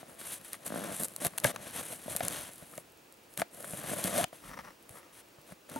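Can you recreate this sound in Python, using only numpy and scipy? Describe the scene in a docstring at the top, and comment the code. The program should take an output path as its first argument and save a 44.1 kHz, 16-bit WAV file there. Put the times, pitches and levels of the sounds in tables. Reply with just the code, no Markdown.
"""A knife slits the packing tape of a cardboard box, close up on a wooden table outdoors.
The blade hisses through the tape, judders along the flap and shakes the hollow box; tape snaps,
panels knock and the freed flap springs up. The box is shoved round, booming on the table top.
A long pull opens the second seam and ends in a rising groan of the lid. Fingers rub the lid,
a sleeve swishes across it, and the knife is set down on the box with a ringing knock."""
import sys
import numpy as np
from scipy import signal
from scipy.fft import rfft, irfft
from scipy.io import wavfile

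SR = 44100
rng = np.random.default_rng(int(sys.argv[2]) if len(sys.argv) > 2 else 0)


def output_pcm(signal):
    """Save a mono or channel-first signal as 16-bit PCM at the path in sys.argv[1].

    Samples are clipped to [-1, 1] before scaling.
    """
    pcm = np.clip(np.atleast_2d(signal).T, -1, 1) * 32767
    wavfile.write(sys.argv[1], SR, np.round(pcm).astype(np.int16))


N = 255339
TIME = np.arange(N) / SR
HZ = np.fft.rfftfreq(N, 1 / SR)

# spectrum of rasping or cracking cardboard: f/Hz, level/dB
CARDBOARD_EQ = [(470, -10), (850, -3), (1250, -4), (1700, -1.5), (2100, -3), (2650, -3.5), (3500, -2.5),
                (4100, -6), (5100, -11.5), (6300, -5), (12000, -45)]
# spectrum of a bright tick of tape: f/Hz, level/dB
TICK_EQ = [(1500, -35), (3000, -12), (4200, -5), (5500, -9), (7500, -3), (10300, 2), (12000, 0),
           (13500, -6), (16000, -15)]


def amp(db):
    """Decibels to gain."""
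    return 10 ** (np.asarray(db) / 20)


def unit(x):
    """Scales to rms 1."""
    return x / np.sqrt(np.mean(x ** 2) + 1e-20)


def peaked(x):
    """Scales to peak 1."""
    return x / abs(x).max()


def read(points, hz):
    """Reads a curve on a log-frequency axis."""
    f, value = np.transpose(points)
    return np.interp(np.log(hz + 1), np.log(f + 1), value)


def add(mix, s, sound):
    """Mixes a sound in at time s."""
    part = mix[max(round(s * SR), 0):][:len(sound)]
    part += sound[:len(part)]


def ring(x, response):
    """Passes x through an impulse response."""
    return signal.oaconvolve(x, response)[:len(x)]


def colour(eq, size=4096):
    """Minimum-phase impulse response of an EQ curve (f/Hz, level/dB)."""
    hz = abs(np.fft.fftfreq(size, 1 / SR))
    log_gain = np.log(amp(np.maximum(read(eq, hz), -100)))
    return np.fft.ifft(np.exp(np.conj(signal.hilbert(log_gain)))).real[:size // 2]


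def drift(hz):
    """Random wander of rms 1, up to about the given rate."""
    return unit(irfft(rfft(rng.standard_normal(N)) / (1 + (HZ / hz) ** 4), N))


def burst(eq, t60, scatter, size=4096):
    """A sharp break followed by a quickly dying spray of smaller ones, peak 1."""
    spray = scatter * rng.standard_normal(size) * amp(-60 * np.arange(size) / SR / t60)
    spray[0] = 1
    return peaked(ring(spray, colour(eq)))


def clicks(per_s, spread_db):
    """Impulses at random times, a few much louder than the rest."""
    size = amp(spread_db * np.minimum(rng.exponential(1, N), 3))
    return size * (rng.random(N) < per_s / SR)


def swell(start, rise_s, fall_s, db, onset_db, fade_db, attack_s=0.0091, release_s=0.01):
    """Envelope of one stroke: it bites below its peak, swells, eases off and stops."""
    t, length = TIME - start, abs(rise_s) + abs(fall_s)
    gain = np.clip(np.minimum(t / attack_s, (length - t) / release_s) + 1, 0, 1)
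    on = gain > 0
    gain[on] *= amp(db + np.interp(t[on], [0, abs(rise_s), length], [onset_db, 0, fade_db]))
    return gain


def stroke_power(strokes, onset_db, fade_db):
    """Power envelopes of hiss, rasp and shake over a series of strokes."""
    gains = np.array([swell(*row[:4], onset_db, fade_db) for row in strokes])
    shares = amp([(0, rasp_db, shake_db) for *_, rasp_db, shake_db in strokes])
    return shares.T ** 2 @ gains ** 2


def ambience(air_db=-59, whine_hz=15734, whine_db=-76):
    """A bed of still outdoor air, microphone hiss and the camera's thin whine."""
    # spectrum of the bed: f/Hz, level/dB
    air_eq = [(12, -46), (20, -15), (248, -7), (337, -2.5), (410, -6), (472, -5), (2080, -16), (2670, -13),
              (3160, -18), (11800, -23.5), (16000, -26)]
    # likeness of left and right: f/Hz, correlation
    correlation = [(60, 1), (240, 0.91), (950, 0.088), (3770, 0.68), (15000, 1)]
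    left, independent = rfft(rng.standard_normal((2, N)))
    same = np.clip(read(correlation, HZ), -1, 1)
    right = same * left + np.sqrt(1 - same ** 2) * independent
    air = unit(irfft(np.array([left, right]) * amp(read(air_eq, HZ)), N))
    whine = unit(np.sin(2 * np.pi * whine_hz * TIME))
    return amp(air_db + .5 * drift(hz=15)) * air + amp(whine_db) * whine


def steadying_hand(until_s=2.83, wander_db=2.0):
    """Fingers shift faintly as they hold the box: power of hiss, rasp and shake."""
    gains = amp([-65, -61.5, -60.5])[:, None]
    return (gains * (TIME < until_s) * amp(wander_db * drift(hz=22))) ** 2


def short_cuts():
    """The blade works along the tape in short strokes: power of hiss, rasp and shake."""
    # t/s, swell/s, fade/s, hiss/dB, rasp/dB re hiss, shake/dB re hiss
    strokes = [(0, 0.01, 0.012, -55, 7, 3), (.083, 0.0067, 0.061, -59, -12, 7.5),
               (.19, 0.15, .04, -43.5, -0.5, -11.5), (.442, 0.0064, 0.062, -48.5, -2, -11),
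               (.52, 0.017, .018, -46.5, 3, -16), (.654, 0.015, .028, -39.5, -4.5, -3),
               (.7, 0.16, .1, -47, 3.5, 4), (.91, 0.097, .02, -42, -1.5, -10),
               (.995, 0.06, 0.0047, -35, -11, -9.5), (1.07, .01, 0.26, -55.5, -4, -2),
               (1.208, 0.06, 0.0091, -35, -1.5, -1), (1.33, 0.087, 0.023, -55.5, -2, 5),
               (1.44, 0.022, 0.051, -34.5, 1.5, -0.5), (2.66, 0.13, 0.022, -54.5, -8, -10),
               (3.3, 0.038, .03, -60, -8, -5), (3.376, 0.013, .035, -40.5, -0.5, 1)]
    return stroke_power(strokes, onset_db=-6.5, fade_db=-8)


def catches(per_s, slack_s):
    """Grip of a sliding edge around its mean: it jumps at each catch, then slackens."""
    jumps = (rng.random(N) < per_s / SR) * rng.uniform(0.81, 1, N)
    grip = signal.lfilter([1], [1, -np.exp(-1 / (slack_s * SR))], jumps)
    return np.minimum(unit(grip - grip.mean()), 3)


def fibres(per_s, spread_db, smooth):
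    """Fibres giving way: clicks of uneven size over a smooth rub."""
    size = amp(spread_db * np.minimum(rng.exponential(1, N), 4)) * rng.choice([-1, 1], N)
    crackle = unit(size * (rng.random(N) < per_s / SR))
    return unit(crackle + smooth * rng.standard_normal(N))


def box_response(contact_s=0.00064, size=4096):
    """The hollow box after one push; soft cardboard spreads the contact and radiates no deep bass."""
    # modes of the box: f/Hz, bandwidth/Hz, level/dB
    modes = [(88.5, 18, -19), (135, 40, -9.5), (178.4, 67, 3), (241.5, 85, 0), (322, 80, -4.5),
             (496, 92, 0.5), (585, 58, 5.5), (662, 49, 0.5), (990, 110, -48.5), (1080, 180, -7),
             (1670, 860, -1), (2200, 200, -38), (3660, 86, -31)]
    t = np.arange(size) / SR
    body = sum(amp(db) * width * np.exp(-np.pi * width * t) * np.cos(2 * np.pi * hz * t)
               for hz, width, db in modes)
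    push = np.sin(np.pi * np.minimum(t / contact_s, 1)) ** 2
    low_cut = colour([(30, -54), (60, -5), (105, 4)])
    return peaked(ring(ring(body, push), low_cut))


def friction(glide, scrape, push):
    """Tape hisses, cardboard rasps, the box shakes; a light stroke glides, a pressed one catches."""
    # spectrum of tape hiss: f/Hz, level/dB
    tape_eq = [(2800, -20), (4200, -23), (5600, -21), (7500, -5), (9000, 0.5), (10500, 1), (12000, -2.5),
               (13500, -13.5), (16000, -25)]
    pressure = push / (push + amp(-62.5))
    grip = catches(per_s=130, slack_s=0.0035) * pressure
    hiss = unit(ring(fibres(per_s=3000, spread_db=4, smooth=1.0), colour(tape_eq)))
    hiss *= amp(2.73 * grip)
    rasp = unit(ring(fibres(per_s=2500, spread_db=3.5, smooth=1.0), colour(CARDBOARD_EQ)))
    rasp *= amp(1.8 * grip)
    tugs = fibres(per_s=900, spread_db=3.0, smooth=0.52) * amp(2 * grip)
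    shake = unit(ring(tugs, box_response()))
    return amp(-0.5) * hiss * glide + amp(-5.5) * rasp * scrape + amp(-1.5) * shake * push


def tape_rip(glide, fast_db=-35):
    """When the tape parts fast its hiss coarsens and reaches lower."""
    # spectrum of fast-tearing tape: f/Hz, level/dB
    rip_eq = [(2500, -22), (4000, -7), (6000, 0), (7500, -7), (10000, -26)]
    speed = glide / (glide + amp(fast_db))
    tear = unit(ring(fibres(per_s=1500, spread_db=1, smooth=.5), colour(rip_eq)))
    return amp(-12) * tear * glide * speed


def tape_crinkles(glide, firm_db=-44):
    """Loose edges of tape tick at random while rubbed; a firm stroke holds them down."""
    ticks = ring(clicks(per_s=45, spread_db=5), burst(TICK_EQ, t60=.009, scatter=.15))
    return amp(10) * ticks * glide / (1 + glide / amp(firm_db))


def tape_settling():
    """Cut tape and fibres creep back with tiny ticks, even when nothing rubs them."""
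    return amp(-52) * ring(clicks(per_s=8, spread_db=3), burst(TICK_EQ, t60=0.015, scatter=0.29))


def panel(hz, t60, rise_s=0.002, size=6000):
    """One decaying mode of a struck panel, peak 1."""
    t = np.arange(size) / SR
    envelope = amp(-60 * t / max(t60, .003)) * (1 - np.exp(-t / rise_s))
    return peaked(np.sin(2 * np.pi * hz * t) * envelope)


def knocks(overtone_ratio=1.417):
    """A blow swings the struck panel, rings the whole box and pops the card."""
    # t/s, level/dB, panel f/Hz, box/dB re level, pop/dB re level
    blows = [(.03, -43, 690, 4.5, -19), (.215, -49, 410, 10, 15), (.543, -46, 1280, -10, 14.5),
             (1.0006, -32, 199, 5, -4), (1.25, -29.5, 694, 2, 6), (1.336, -46, 1090, -4, 6),
             (1.4468, -20.5, 870, -1, 0), (1.561, -36, 1195, -2, 7), (1.788, -38, 258, 4, 6),
             (1.927, -36.5, 650, -2, -5), (2.06, -36.5, 260, 0, -18), (2.081, -31, 620, -1, -7),
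             (2.152, -31.5, 205, 4.5, -5), (2.2066, -21.5, 694, -9.5, 1), (2.625, -39, 164, 3, -3),
             (2.737, -44, 1310, -1, 4), (2.78, -35.5, 617, 1.5, 3.5), (3.4183, -19.5, 677, -6.5, 4.5),
             (3.644, -38.5, 630, -4, 8), (3.735, -29.5, 190, 2.5, -2), (3.917, -29, 221, 4, -8),
             (3.934, -30.5, 606, 4.5, -6), (4.047, -26, 200, -18, -22), (4.2432, -24.5, 730, -13, -11),
             (4.329, -38, 650, -5, -3), (4.5901, -34, 880, -9, 4), (4.905, -43, 115, -2, -15),
             (5.385, -46.5, 140, 2, -13), (5.522, -36, 185, 2, -6.5)]
    # spectrum of the pop: f/Hz, level/dB
    pop_eq = [(400, -17), (900, 3), (1200, 4), (1650, 3.5), (2200, 2.5), (2700, -7.5),
              (3700, -8.5), (9000, -22.5)]
    out, box = np.zeros(N), box_response()
    for s, db, hz, box_db, pop_db in blows:
        t60 = 0.02 * (600 / hz) ** 0.38  # lower panels ring longer
        tone = panel(hz, t60) + amp(-10) * panel(hz * overtone_ratio, t60 / overtone_ratio)
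        add(out, s, amp(db - 3.5) * tone)
        add(out, s, amp(db + box_db) * box)
        add(out, s, amp(db + pop_db) * burst(pop_eq, t60=0.023, scatter=0.067))
    return out


def tape_snaps():
    """Taut tape parts with a bright tick and a crack of the cardboard under it."""
    # t/s, tick level/dB, crack/dB re tick
    snaps = [(0.5322, -18, -12), (0.6639, -21.5, -9), (0.6787, -21, -9), (1.035, -12, -17),
             (1.0475, -21, -29), (1.0842, -25, -26), (1.1633, -16, -15), (1.2489, -10, -10),
             (1.2678, -11, -7), (1.379, -14.5, -10.5), (1.3832, -11.5, -7), (1.4007, -22.5, -14),
             (1.4383, -22, -2), (1.4436, -8, -6), (1.4453, -15.5, 7), (1.5617, -27, 4),
             (2.1641, -8.5, -15.5), (2.1698, -15.5, -13), (2.2507, -17.5, -19), (2.2829, -8, -13.5),
             (2.3257, -22, -5), (2.3605, -31, 3), (2.7779, -23.5, -7.5), (3.1248, -35.5, -23),
             (3.3393, -33.5, -18), (3.3756, -14.5, -8.5), (3.3979, -19, -1), (4.041, -11.5, -13),
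             (4.242, -15, 3), (4.8935, -30, -9), (5.698, -29, -15)]
    out = np.zeros(N)
    for s, db, crack_db in snaps:
        tick = burst(TICK_EQ, t60=.008, scatter=.12)
        crack = burst(CARDBOARD_EQ, t60=0.016, scatter=0.086)
        add(out, s, amp(db) * (tick + amp(crack_db) * crack))
    return out


def blade_judder(rate_jitter=.035, uneven_db=1.0):
    """The blade sticks and slips, quicker as it speeds up; each slip kicks the flap, which hums."""
    # one list for each run of slips: t/s, slip rate/Hz, level/dB
    runs = [
        [(0.686, 57, -38), (0.722, 51, -26.5), (0.76, 57, -26), (0.786, 91, -30), (0.841, 107, -32.5),
         (0.88, 100, -37.5), (0.915, 93, -33), (0.935, 100, -38)],
        [(.999, 80, -28), (1.045, 85, -38)],
    ]
    slips = np.zeros(N)
    wander = 1 + rate_jitter * drift(hz=61)
    force = amp(uneven_db * drift(hz=90))
    for run in runs:
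        s, rate, db = np.transpose(run)
        t = np.arange(s[0], s[-1], 1 / SR)
        cycles = np.cumsum(np.interp(t, s, rate) * wander[:len(t)]) / SR
        kicks = np.diff(np.floor(cycles), prepend=0)
        add(slips, s[0], kicks * amp(np.interp(t, s, db)))
    flap = colour([(90, -17), (200, 6), (340, 3.5), (480, 2), (900, -2), (1600, -2),
                   (2300, -27), (5000, -4)])
    body = peaked(ring(box_response(contact_s=0.00026), flap))
    return amp(-1) * ring(slips * force, body)


def sheet_ring(s, modes):
    """A loose sheet of the box rings freely in its own modes from time s."""
    out = np.zeros(N)
    for hz, db, t60 in modes:
        add(out, s, amp(db - 1.5) * panel(hz, t60))
    return out


def flap_spring():
    """The freed flap springs up and rings."""
    # modes of the flap: f/Hz, level/dB, t60/s
    modes = [(122, -28, .1), (570, -17, 0.017), (1640, -20.5, 0.024), (2200, -29, 0.032)]
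    return sheet_ring(s=1.448, modes=modes)


def shoves():
    """The box is slid round on the table: power of hiss, rasp and shake."""
    # t/s, swell/s, fade/s, hiss/dB, rasp/dB re hiss, shake/dB re hiss
    strokes = [(1.53, 0.015, .09, -63.5, 11.5, 16), (1.61, 0.059, 0.14, -49.5, 4, -1.5),
               (1.735, 0.055, 0.047, -39, 1, -4), (1.835, 0.087, 0.059, -43, -0.5, -5.5),
               (1.99, 0.086, .03, -51, 2.5, -10), (2.09, 0.027, 0.1, -39, -2, -5.5),
               (2.215, 0.022, 0.095, -42, 2.5, 2), (2.3, 0.047, 0.15, -41, 3.5, -4),
               (2.5, 0.019, 0.19, -55, -2, -15)]
    return stroke_power(strokes, onset_db=-6.5, fade_db=-11)


def table_boom():
    """The sliding box rubs the table top, which booms in its lowest mode."""
    _, _, shake_power = shoves()
    mode = panel(hz=97, t60=0.052)
    boom = unit(ring(ring(rng.standard_normal(N), mode), mode))
    return amp(-15) * boom * np.sqrt(shake_power)


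def long_pull(edge_s=.005, usual_drag_db=-53.5):
    """The blade drags down the second seam: power of hiss, and of rasp and shake that grow with drag."""
    # t/s, tape hiss/dB, drag on the cardboard/dB
    gesture = [(3.514, -62, -69), (3.56, -54.5, -55), (3.73, -43.5, -47), (3.825, -49.5, -45.5),
               (3.894, -44, -41), (3.935, -39.5, -39.5), (3.957, -47, -45), (3.99, -38.5, -37.5),
               (4.022, -45, -41), (4.048, -38.5, -37), (4.13, -42, -38.5), (4.18, -33.5, -31),
               (4.215, -36.5, -33.5), (4.243, -46, -35)]
    s, hiss_points, drag_points = np.transpose(gesture)
    hiss_db = np.interp(TIME, s, hiss_points)
    drag_db = np.interp(TIME, s, drag_points)
    rasp_db = drag_db - 2 + 0.061 * (drag_db - usual_drag_db)
    shake_db = drag_db + 0.68 - 0.15 * (drag_db - usual_drag_db)
    gate = np.clip(np.minimum(TIME - s[0], s[-1] - TIME) / edge_s + 1, 0, 1)
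    return (gate * amp([hiss_db, rasp_db, shake_db])) ** 2


def lid_groan(start_s=4.14, rise_s=0.046, fall_s=0.056, start_hz=597, hz_per_s=870, width_hz=150):
    """Friction excites a panel of the lid, which stiffens and rises as the blade nears the edge."""
    hz = start_hz + hz_per_s * np.clip(TIME - start_s, 0, rise_s + fall_s)
    carrier = np.exp(2j * np.pi * np.cumsum(hz) / SR)
    roughness = drift(width_hz / 2) + 1j * drift(width_hz / 2)
    envelope = swell(start_s, rise_s, fall_s, db=-30, onset_db=-10, fade_db=-12)
    return unit((carrier * roughness).real) * envelope


def finger_rubs():
    """Fingers rub the lid: power of hiss, rasp and shake."""
    # t/s, swell/s, fade/s, hiss/dB, rasp/dB re hiss, shake/dB re hiss
    strokes = [(4.33, 0.0081, 0.11, -57.5, 3, -3), (4.44, 0.052, 0.01, -54.5, 3, -17),
               (4.89, 0.098, 0.016, -54.5, -5, 0), (5.13, 0.068, 0.017, -56, 2.5, -14),
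               (5.47, 0.056, 0.0059, -58, 3.5, 1), (5.692, 0.073, 0.054, -51.5, 4, 5.5)]
    return stroke_power(strokes, onset_db=-5.5, fade_db=-8)


def sleeve():
    """Cloth catches and rubs in short swishes; the arm pushes a little air at the microphone."""
    # spectra of rubbing cloth and of stirred air: f/Hz, level/dB
    cloth_eq = [(290, -44), (530, 3), (694, -6.5), (871, -1), (1280, 3.5), (1520, -6), (1850, 1.5),
                (2400, -11.5), (4670, -21), (5700, -10.5), (6860, -28), (11300, -18), (15000, -42)]
    puff_eq = [(20, -19), (40, 0), (90, -14), (190, -1.5), (330, -11), (700, -31)]
    # strokes of the cloth and of the air: t/s, swell/s, fade/s, level/dB
    swishes = [(4.43, 0.11, 0.02, -49), (4.574, 0.0045, .006, -42), (4.591, 0.0025, .02, -40.5),
               (4.642, .007, 0.024, -44.5), (4.668, 0.012, 0.037, -49.5), (4.94, 0.032, 0.072, -54.5),
               (5.04, .02, .17, -66)]
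    draughts = [(4.425, 0.085, .2, -51.5), (4.89, .02, .08, -69)]
    cloth = unit(ring(fibres(per_s=400, spread_db=3, smooth=.7), colour(cloth_eq)))
    puff = unit(ring(rng.standard_normal(N), colour(puff_eq)))
    cloth *= sum(swell(*row, onset_db=-7, fade_db=-12) for row in swishes)
    puff *= sum(swell(*row, onset_db=-7, fade_db=-12) for row in draughts)
    return cloth + puff


def knife_tap():
    """The knife is set down on the box with a ringing knock."""
    # modes of the lid: f/Hz, level/dB, t60/s
    modes = [(258, -31, 0.064), (575, -38, 0.035), (900, -35, 0.11), (1400, -42, .03)]
    return sheet_ring(s=5.76, modes=modes)


def pan_left(x):
    """The box is left of centre: the left microphone hears it earlier and louder."""
    # left over right: f/Hz, level/dB
    balance = [(150, 0), (500, 1.7), (1200, 3.4), (1800, 4.2), (2800, 3.5), (5500, 3.2), (7500, 2.0),
               (10000, .5), (13000, .1)]
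    # left ahead of right: f/Hz, phase/rad
    lead = [(40, .1), (150, .45), (300, .75), (500, 1), (800, 1.08), (1200, 1), (1800, .8), (2800, .22),
            (6000, 0)]
    ratio = amp(read(balance, HZ)) * np.exp(1j * np.clip(read(lead, HZ), -2, 2))
    side = irfft(rfft(x) * (ratio - 1) / (ratio + 1), N)
    return np.array([x + side, x - side])


def reflections(x, t60=0.2, size=6000):
    """Table, body and ground scatter a short, bright echo, with its own tail on each side."""
    t = np.arange(size) / SR
    tails = rng.standard_normal((2, size)) * amp(-60 * t / t60) * (t > .001)
    send = ring(x, colour([(100, -8), (600, -3), (1800, 4), (5000, 6), (12000, -3)]))
    return np.array([ring(send, tail / np.linalg.norm(tail)) for tail in tails])


def scene():
    """Everything at the box, its echoes and the open air."""
    power = short_cuts() + long_pull() + shoves() + finger_rubs() + steadying_hand()
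    glide, scrape, push = np.sqrt(power)  # gains of hiss, rasp and shake
    rubbed = friction(glide, scrape, push) + tape_rip(glide) + blade_judder()
    rubbed += lid_groan() + table_boom() + sleeve()
    ticks = tape_snaps() + tape_crinkles(glide) + tape_settling()
    hits = knocks() + flap_spring() + knife_tap()
    close = rubbed + ticks + hits
    return pan_left(close) + amp(-23.5) * reflections(close) + ambience()


def record(dry, low_cut_hz=42, high_cut_hz=16200):
    """A gentle low cut and a steep high cut."""
    low_cut = signal.butter(2, low_cut_hz, "highpass", fs=SR, output="sos")
    high_cut = signal.firwin(511, high_cut_hz, window=("kaiser", 9), fs=SR)
    return signal.oaconvolve(signal.sosfilt(low_cut, dry), high_cut[None], "same")


dry = scene()
out = record(dry)
output_pcm(out)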